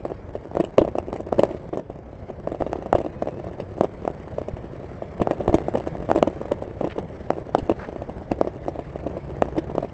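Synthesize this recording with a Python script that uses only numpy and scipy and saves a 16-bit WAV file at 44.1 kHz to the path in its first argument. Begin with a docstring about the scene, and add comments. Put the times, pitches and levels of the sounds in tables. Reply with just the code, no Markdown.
"""A camera on a bicycle rolls over paving slabs along a quiet street. From the start: tyre rumble with small
rattles, traffic hiss, and knocks from faint to fairly strong. Slab joints knock the plastic mount, which
chatters, rasps and rings; deep ruts thump the frame. A faint whine rises near 3 s, tyres scuff grit near 6.9
and 7.8 s, and an engine hum swells in after 8.3 s. Knocks are shaped impulses with swarms of contacts; the rest
is filtered noise and sine tones."""
import sys
import numpy as np
from scipy import signal
from scipy.fft import rfft, irfft
from scipy.io import wavfile
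from scipy.ndimage import uniform_filter1d

SR = 44100
rng = np.random.default_rng(int(sys.argv[2]) if len(sys.argv) > 2 else 0)


def transcribe(u):
    """Save the signal u as a 16-bit wav file named by the first command-line argument.

    u: samples, shape (n,) or (channels, n), limited to [-1, 1]; the rate is SR.
    q: integer samples, one column per channel.
    """
    v = np.clip(np.atleast_2d(u).T, -1, 1)
    q = np.round(v * 32767).astype(np.int16)
    wavfile.write(sys.argv[1], SR, q)


N = 437913
TIME = np.arange(N) / SR

# Engine hum swelling in: start_s, level_db (rms)
HUM_LEVELS = [(8.3, -59), (8.8, -42.5), (9.9, -42.5)]
# Faint rising whine: start_s, pitch_hz, level_db (rms, before flutter)
WHINE_PATH = [(2.95, 2440, -69), (3.29, 2565, -66), (3.55, 2700, -78)]
# Colour of tyres and street: frequency_hz, level_db (per Hz, relative)
STREET_SPECTRUM = [(22, -11.5), (62, 5.5), (160, 2.5), (260, -5), (580, -3), (780, -12), (1450, -23),
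                   (1780, -23.5), (2250, -26.5), (2550, -33.5), (3050, -34.5), (3750, -40), (4700, -41.5),
                   (5400, -44), (7800, -49.5)]
# The ride over changing ground: start_s, rumble_db, traffic_hiss_db (before trims and wavering)
RIDE_LEVELS = [(0, -39, -58.5), (1.25, -38, -61.5), (1.42, -35, -51.5), (1.8, -42, -63), (2.6, -37.5, -58),
               (5.103, -38, -55.5), (5.549, -34, -52.5), (7.101, -37.5, -55.5), (9.901, -36, -56.5)]
# Tyre scuffs on grit: start_s, length_s, level_db (of the rasp), centre_hz
TYRE_SCUFFS = [(6.892, 0.046, -42, 1590), (7.778, 0.095, -39, 940)]
# Thumps of the flexing frame: start_s, level_db (nominal peak)
FRAME_THUMPS = [(0.807, -20), (2.615, -24), (2.943, -18), (4.536, -22), (5.205, -21), (5.491, -14),
                (5.55, -19), (7.628, -21)]
# The housing's answer to one clean blow: frequency_hz, level_db (relative)
BLOW_SPECTRUM = [(25, -32), (60, -18), (200, -0.5), (450, 5.5), (640, 7.5), (850, -5.5), (1150, -6.5),
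                 (1450, -20.5), (1750, -25), (2300, -31), (7500, -41.5)]
# The housing when it chatters loosely: frequency_hz, level_db (relative)
CHATTER_SPECTRUM = [(25, -28), (70, -14.5), (200, -3.5), (270, -3.5), (360, 5.5), (470, -4), (630, -1),
                    (900, -13), (1500, -29), (3000, -43), (7500, -71)]
# Thin plastic parts that rasp at each contact: frequency_hz, level_db (relative)
RASP_SPECTRUM = [(500, -14.5), (1200, -15), (1800, 8), (2250, 0.5), (2850, 3.5), (3300, -8), (3900, -8.5),
                 (7500, -13)]
# Ringing of the hollow casing and its metal fittings: pitch_hz (before detuning),
# level_db (relative to the knock, before looseness and chance), t60_s
CASING_RINGS = [(362.6, -15.5, .06), (595, -13, 0.042), (1640, -38.5, 0.041)]
# Knocks at the slab joints: start_s, level_db (nominal peak), chatter_db (relative to the knock, before trim),
# crack_db (extra rasp of the plastic)
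JOINT_KNOCKS = [(.57, -6.5, -17, -2.5), (.601, -8.5, -8.5, 4), (0.6404, -15, -15, 13.5),
                (0.7825, 2, -16.5, -3.5), (0.79, -11, -4.5, 2.5), (.817, -6.5, -9, -15),
                (.878, -12, -15, 5), (0.954, -11.5, -19, -11), (0.9851, -8, -24, 8.5),
                (1.161, -17.5, -18, 13.5), (1.2041, -19.5, -10.5, 6), (1.3269, -5, -20, -9),
                (1.3926, -6, -5.5, 3), (1.4345, -0.5, -18.5, 3.5), (1.509, -19, -7.5, 4.5),
                (1.735, -17.5, -6, -1), (2.474, -9.5, -21, 0), (2.622, -8, -24, 5), (2.731, -9.5, -33, 13),
                (2.929, 0.5, -30, -1), (2.9525, -4.5, -8.5, -2), (2.984, -14.5, -9, 8),
                (3.286, -15, -24, 14), (3.601, -15.5, -15, 13.5), (3.81, -1.5, -17.5, -11),
                (4.0775, -6.5, -30, -1), (4.4844, -17.5, -11.5, 4), (5.2177, -5, -8, 1.5),
                (5.2726, -6, -26, -4), (5.3104, -6, -16, 7), (5.4083, -19, -0.5, -5),
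                (5.4797, -4.5, -12, -1), (5.5437, -4, -8, 4.5), (5.585, -12.5, -26, 14.5),
                (5.7518, -11, -4.5, -6), (5.773, -13.5, -14.5, 11), (5.873, -13.5, -15.5, 9),
                (6.1147, -1, -31, 0), (6.16, -5.5, -12, 2), (6.178, -10.5, -11, 7), (6.2272, 2, -24, -2),
                (6.2742, -8, -11, 0.5), (6.518, -10, -6.5, 2), (6.811, -10.5, -15, -5),
                (6.8438, -10.5, -10, 2), (6.984, -15, -4, -3), (7.3047, -3, -29.5, 3.5),
                (7.5496, 0, -27, 1), (7.582, -17.5, -4, 7), (7.6966, -4, -14, 0), (7.715, -13, -8.5, 1),
                (8.317, -7, -13, 6.5), (8.4129, -2, -23, -8), (8.4729, -12.5, -13, 3),
                (9.0665, -14, -9, -1), (9.4222, -0.5, -28.5, 5), (9.5795, -15.5, -1.5, 7),
                (9.7813, -5.5, -22.5, 0.5)]
# Further knocks, from faint to fairly strong, with a common chatter, crack and pitch: start_s, level_db
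# (nominal peak)
FURTHER_KNOCKS = [(.052, -11.5), (.118, -16), (.353, -15.5), (.552, -16), (.61, -17.5), (.849, -14.5),
                  (1.1292, -11), (1.384, -15), (1.452, -17), (1.773, -12), (1.795, -19), (1.9, -20),
                  (2.301, -19.5), (2.519, -15), (2.547, -17), (2.609, -13.5), (2.665, -15.5), (2.758, -15),
                  (2.824, -18.5), (2.86, -16), (3.013, -17), (3.047, -16.5), (3.0633, -13.5), (3.223, -10),
                  (3.2727, -13.5), (3.443, -21), (3.469, -20.5), (3.783, -19.5), (3.835, -12), (3.845, -9.5),
                  (4.051, -15), (4.3842, -12.5), (4.416, -16.5), (5.0223, -15), (5.2, -14), (5.332, -18),
                  (5.496, -11), (5.529, -12), (5.605, -20.5), (5.6843, -10), (5.952, -19), (6.025, -18.5),
                  (6.09, -12), (6.102, -8.5), (6.15, -16), (6.414, -17.5), (6.455, -19), (6.623, -16),
                  (6.873, -15.5), (6.962, -20.5), (7.384, -17.5), (7.492, -21), (7.888, -18), (7.961, -18),
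                  (8.02, -17), (8.096, -17), (8.448, -18), (8.6825, -10.5), (8.757, -20), (8.791, -14),
                  (8.958, -17.5), (9.169, -17.5), (9.485, -18.5), (9.566, -16.5), (9.699, -18), (9.752, -15),
                  (9.829, -14), (9.847, -17.5)]

# a firm joint knock rings higher than a loose one; a louder one rings slightly lower
BASE_HZ, FALL_HZ_PER_CHATTER_DB, FALL_HZ_PER_LEVEL_DB = 453, 6.5, 1
# harder blows are brighter: treble dB gained per dB of level, above a corner
TREBLE_DB_PER_DB, TREBLE_HZ = 0.82, 1170
# the further knocks share one middling chatter, crack and nominal pitch
COMMON_CHATTER_DB, COMMON_CRACK_DB, COMMON_HZ = -14.5, 3, 575
EDGE_HZ = 8250  # upper band limit of the microphone's input


def gain_of(db):
    """Decibels to amplitude."""
    return 10 ** (np.asarray(db) / 20)


def evened(x):
    """Scales a sound to rms 1."""
    return x / np.sqrt(np.mean(x ** 2) + 1e-20)


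def read_spectrum(points, hz):
    """A spectrum's dB, joined on a log-frequency axis."""
    f, db = np.transpose(points)
    return np.interp(np.log(hz + 1), np.log(f + 1), db)


def add(mix, start_s, sound):
    """Mixes a sound in at its start time."""
    part = mix[max(round(start_s * SR), 0):][:len(sound)]
    part += sound[:len(part)]


def decay(t, t60):
    """Exponential fade that falls 60 dB in t60 seconds."""
    return np.exp(-np.log(1000) * t / t60)


def body_response(points, stretch=1, treble_db=0, size=2048):
    """Minimum-phase answer of a body with this spectrum, peak 1; stretch raises its pitch."""
    hz = abs(np.fft.fftfreq(size, 1 / SR))
    treble_shelf = treble_db / (1 + (TREBLE_HZ / (hz + 1)) ** 4)
    log_gain = np.log(gain_of(read_spectrum(points, hz / stretch) + treble_shelf))
    # the Hilbert transform gives the phase that puts the energy right at the strike
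    wave = np.fft.ifft(np.exp(signal.hilbert(log_gain).conj())).real[:size // 2]
    return wave / abs(wave).max()


def drift(hz):
    """Slow random wandering of rms 1, holding only frequencies below hz."""
    spectrum = rfft(rng.standard_normal(N))
    return evened(irfft(spectrum * (np.fft.rfftfreq(N, 1 / SR) < hz), N))


def band(x, low_hz, high_hz):
    """Butterworth band-pass."""
    return signal.sosfilt(signal.butter(2, [low_hz, high_hz], "band", fs=SR, output="sos"), x)


def patchy(x, db=2.0, width_hz=260, length_s=.09):
    """Lets a hiss drift in soft patches of pitch and time, at rms 1."""
    hz, s, z = signal.stft(x, SR, nperseg=1024)
    field = uniform_filter1d(rng.standard_normal(z.shape), int(width_hz / hz[1]) + 1, axis=0)
    field = uniform_filter1d(field, int(length_s / s[1]) + 1, axis=1)
    _, patched = signal.istft(z * gain_of(db * evened(field)), SR, nperseg=1024)
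    return evened(patched[:N])


def engine_hum(hum_hz=140, waver=0.02):
    """An engine hums down the street: a sine whose pitch wanders slowly."""
    level = gain_of(np.interp(TIME, *np.transpose(HUM_LEVELS), left=-np.inf))
    turns = np.cumsum(hum_hz * (1 + waver * drift(3.0))) / SR
    return np.sqrt(2) * level * np.sin(2 * np.pi * turns)


def whine(flutter=.35, wobble_hz=24):
    """A brief rising sine, uneven in both level and pitch."""
    s, hz, db = np.transpose(WHINE_PATH)
    level = gain_of(np.interp(TIME, s, db, left=-np.inf, right=-np.inf)) * (1 + flutter * drift(42))
    turns = np.cumsum(np.interp(TIME, s, hz) + wobble_hz * drift(25)) / SR
    return np.sqrt(2) * level * np.sin(2 * np.pi * turns)


def rattle(calm_per_s=22, shaken_per_s=55, shaken_s=0.1, spread_db=3.5, length_s=0.0024, rasp_db=-22):
    """The mount ticks now and then, busily after each joint; each tick is a tiny cluster of contacts."""
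    since_joint = np.min([np.where(TIME > s, TIME - s, np.inf) for s, *_ in JOINT_KNOCKS], axis=0)
    per_s = calm_per_s + shaken_per_s * np.exp(-since_joint / shaken_s)
    strength = gain_of(spread_db * np.minimum(rng.exponential(1, N), 2))
    ticks = (rng.random(N) < per_s / SR) * strength
    clusters = signal.oaconvolve(ticks, signal.windows.hann(int(length_s * SR)))[:N]
    contacts = clusters * rng.standard_normal(N)
    body = evened(signal.oaconvolve(contacts, body_response(CHATTER_SPECTRUM))[:N])
    rasp = evened(signal.oaconvolve(contacts, body_response(RASP_SPECTRUM))[:N])
    return body + gain_of(rasp_db) * rasp


def rolling(rumble_db=0.5, hiss_db=0, rattle_db=-3.0, lumpy_db=2.0, hiss_waver_db=2.0):
    """Tyre rumble and rattle follow the roughness of the ground; street hiss lies behind them."""
    s, ground_db, traffic_db = np.transpose(RIDE_LEVELS)
    hz = np.fft.rfftfreq(N, 1 / SR)
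    street = rfft(rng.standard_normal(N)) * gain_of(read_spectrum(STREET_SPECTRUM, hz))
    far = 1 / (1 + (1200 / (hz + 1)) ** 4)  # the treble is mostly distant traffic
    hiss_level = gain_of(np.interp(TIME, s, traffic_db) + hiss_db + hiss_waver_db * drift(42))
    traffic = hiss_level * patchy(irfft(street * far, N))
    rumble = gain_of(rumble_db + lumpy_db * drift(25)) * evened(irfft(street * (1 - far), N))
    near = rumble + gain_of(rattle_db) * rattle()
    return gain_of(np.interp(TIME, s, ground_db)) * near + traffic


def scuffs(fizz_db=-22, grains_per_s=2400):
    """Rubber drags over grit: dense grains rasp an octave either side of the centre, with a little fizz."""
    out = np.zeros(N)
    for start_s, length_s, db, hz in TYRE_SCUFFS:
        count = int(length_s * SR)
        grit = rng.standard_normal(count) * (rng.random(count) < grains_per_s / SR)
        rasp = evened(band(band(grit, hz / 2, hz * 2), hz / 2, hz * 2))
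        fizz = evened(band(rng.standard_normal(count), 2500, 5500))
        scuff = (rasp + gain_of(fizz_db) * fizz) * signal.windows.tukey(count, .5)
        add(out, start_s, gain_of(db) * scuff)
    return out


def thumps(hz=85, t60=0.037):
    """The frame flexes for a few slow cycles: a low sine that dies away fast."""
    out, t = np.zeros(N), np.arange(SR // 10) / SR
    for start_s, db in FRAME_THUMPS:
        add(out, start_s, 2 * gain_of(db) * np.sin(2 * np.pi * hz * t) * decay(t, t60))
    return out


def spray(blows, db=-31, settle_s=0.01, contacts_per_s=700, low_hz=2450, high_hz=3600):
    """After a knock the small parts buzz on, most when loose: a rough, bright spray that thins out."""
    envelope, t = np.zeros(N), np.arange(SR // 4) / SR
    for start_s, knock_db, loose_db, *_ in blows:
        add(envelope, start_s, gain_of(knock_db + loose_db + db) * np.exp(-t / settle_s))
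    contacts = evened(rng.standard_normal(N) * (rng.random(N) < contacts_per_s / SR))
    return band(envelope * contacts, low_hz, high_hz) / band(contacts, low_hz, high_hz).std()


def pings(blows, detune=0.045, spread_db=2.0, db_per_chatter_db=0.45):
    """Each knock sets casing and fittings ringing, in a new mix each time; loose knocks ring most."""
    out, t = np.zeros(N), np.arange(SR // 16) / SR
    for start_s, knock_db, loose_db, *_ in blows:
        for ring_hz, ring_db, t60 in CASING_RINGS:
            hz = ring_hz * (1 + detune * rng.standard_normal())
            db = knock_db + db_per_chatter_db * loose_db + ring_db + spread_db * rng.standard_normal()
            add(out, start_s, -gain_of(db) * np.sin(2 * np.pi * hz * t) * decay(t, t60))
    return out


def further_knocks():
    """Further knocks, differing in level only: start_s, level_db, chatter_db, crack_db, pitch_hz."""
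    return [(s, db, COMMON_CHATTER_DB, COMMON_CRACK_DB, COMMON_HZ) for s, db in FURTHER_KNOCKS]


def joint_knocks():
    """Joint knocks, pitched by firmness and level: start_s, level_db, chatter_db, crack_db, pitch_hz."""
    rows = []
    for s, db, loose_db, crack_db in JOINT_KNOCKS:
        hz = BASE_HZ - FALL_HZ_PER_CHATTER_DB * loose_db - FALL_HZ_PER_LEVEL_DB * db
        rows.append((s, db, loose_db, crack_db, hz))
    return rows


def knocks(blows, housing_hz=560, pitch_spread=0.064, blow_db=-1,
           lead_s=.009, rise_s=0.0038, settle_s=0.007, press_s=0.00072, contacts_per_s=850, chatter_db=-10,
           rasp_db=-3.0, rasp_rise_s=.0006, colour=0.014, swarm_rasp_db=-4):
    """One hard blow inside a swarm of small contacts that starts just before it and dies away."""
    out, t = np.zeros(N), np.arange(SR // 16) / SR
    swarm = np.exp(np.minimum((t - lead_s) / rise_s, (lead_s - t) / settle_s))
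    swarm *= 1 - np.exp(-((t - lead_s) / press_s) ** 2)  # the parts are pressed together during the blow
    # surfaces slide as they meet
    scrape = t / rasp_rise_s * np.exp(-t / rasp_rise_s) + np.exp(-t / press_s) / 2
    for start_s, db, loose_db, crack_db, usual_hz in blows:
        hz = usual_hz * (1 + pitch_spread * rng.uniform(-1, 1))  # each blow lands on another spot
        treble_db = TREBLE_DB_PER_DB * db
        blow = body_response(BLOW_SPECTRUM, hz / housing_hz, treble_db)
        add(out, start_s, -gain_of(db + blow_db) * blow)

        contacts = swarm * rng.standard_normal(len(t)) * (rng.random(len(t)) < contacts_per_s / SR)
        chatter = signal.fftconvolve(contacts, body_response(CHATTER_SPECTRUM, np.sqrt(hz / housing_hz)))
        force = gain_of(loose_db + chatter_db) / chatter.std()
        add(out, start_s - lead_s, gain_of(db) * force * chatter)

        # the blow and every later contact shake short-lived high modes, a new mix for each knock
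        touches = gain_of(swarm_rasp_db) * force * contacts * (t > lead_s)
        add(touches, lead_s, gain_of([treble_db]) / 2)
        plastic = body_response(RASP_SPECTRUM, 1 + colour * rng.uniform(-1, 1))
        modes = signal.fftconvolve(rng.standard_normal(len(t)) * scrape, plastic)
        modes *= gain_of(db + rasp_db + crack_db) / np.linalg.norm(modes)
        add(out, start_s - lead_s - rasp_rise_s, signal.fftconvolve(touches, modes))
    return out


def shudder(x, db=-22, t60=0.21):
    """The frame and the nearby wall carry each knock on for a moment: a short decaying noise tail."""
    t = np.arange(SR // 2) / SR
    tail = rng.standard_normal(len(t)) * decay(t, t60) * np.minimum(t / 0.011, 1)
    return x + gain_of(db) * signal.oaconvolve(x, tail / np.linalg.norm(tail))[:N]


def scene():
    """Everything reaches the one microphone in the housing."""
    blows = joint_knocks() + further_knocks()
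    street = engine_hum() + whine() + rolling() + scuffs()
    mount = spray(blows) + shudder(knocks(blows) + pings(blows))
    return (street + thumps() + mount)[None]


def record(dry):
    """The hardest knocks overload the input and clip flat; then a low-pass limits the band."""
    clipped = np.clip(dry, -.96, .96)
    low_pass = signal.firwin(161, EDGE_HZ, window=("kaiser", 8), fs=SR)
    return signal.oaconvolve(clipped, low_pass[None], "same")


dry = scene()
out = record(dry)
transcribe(out)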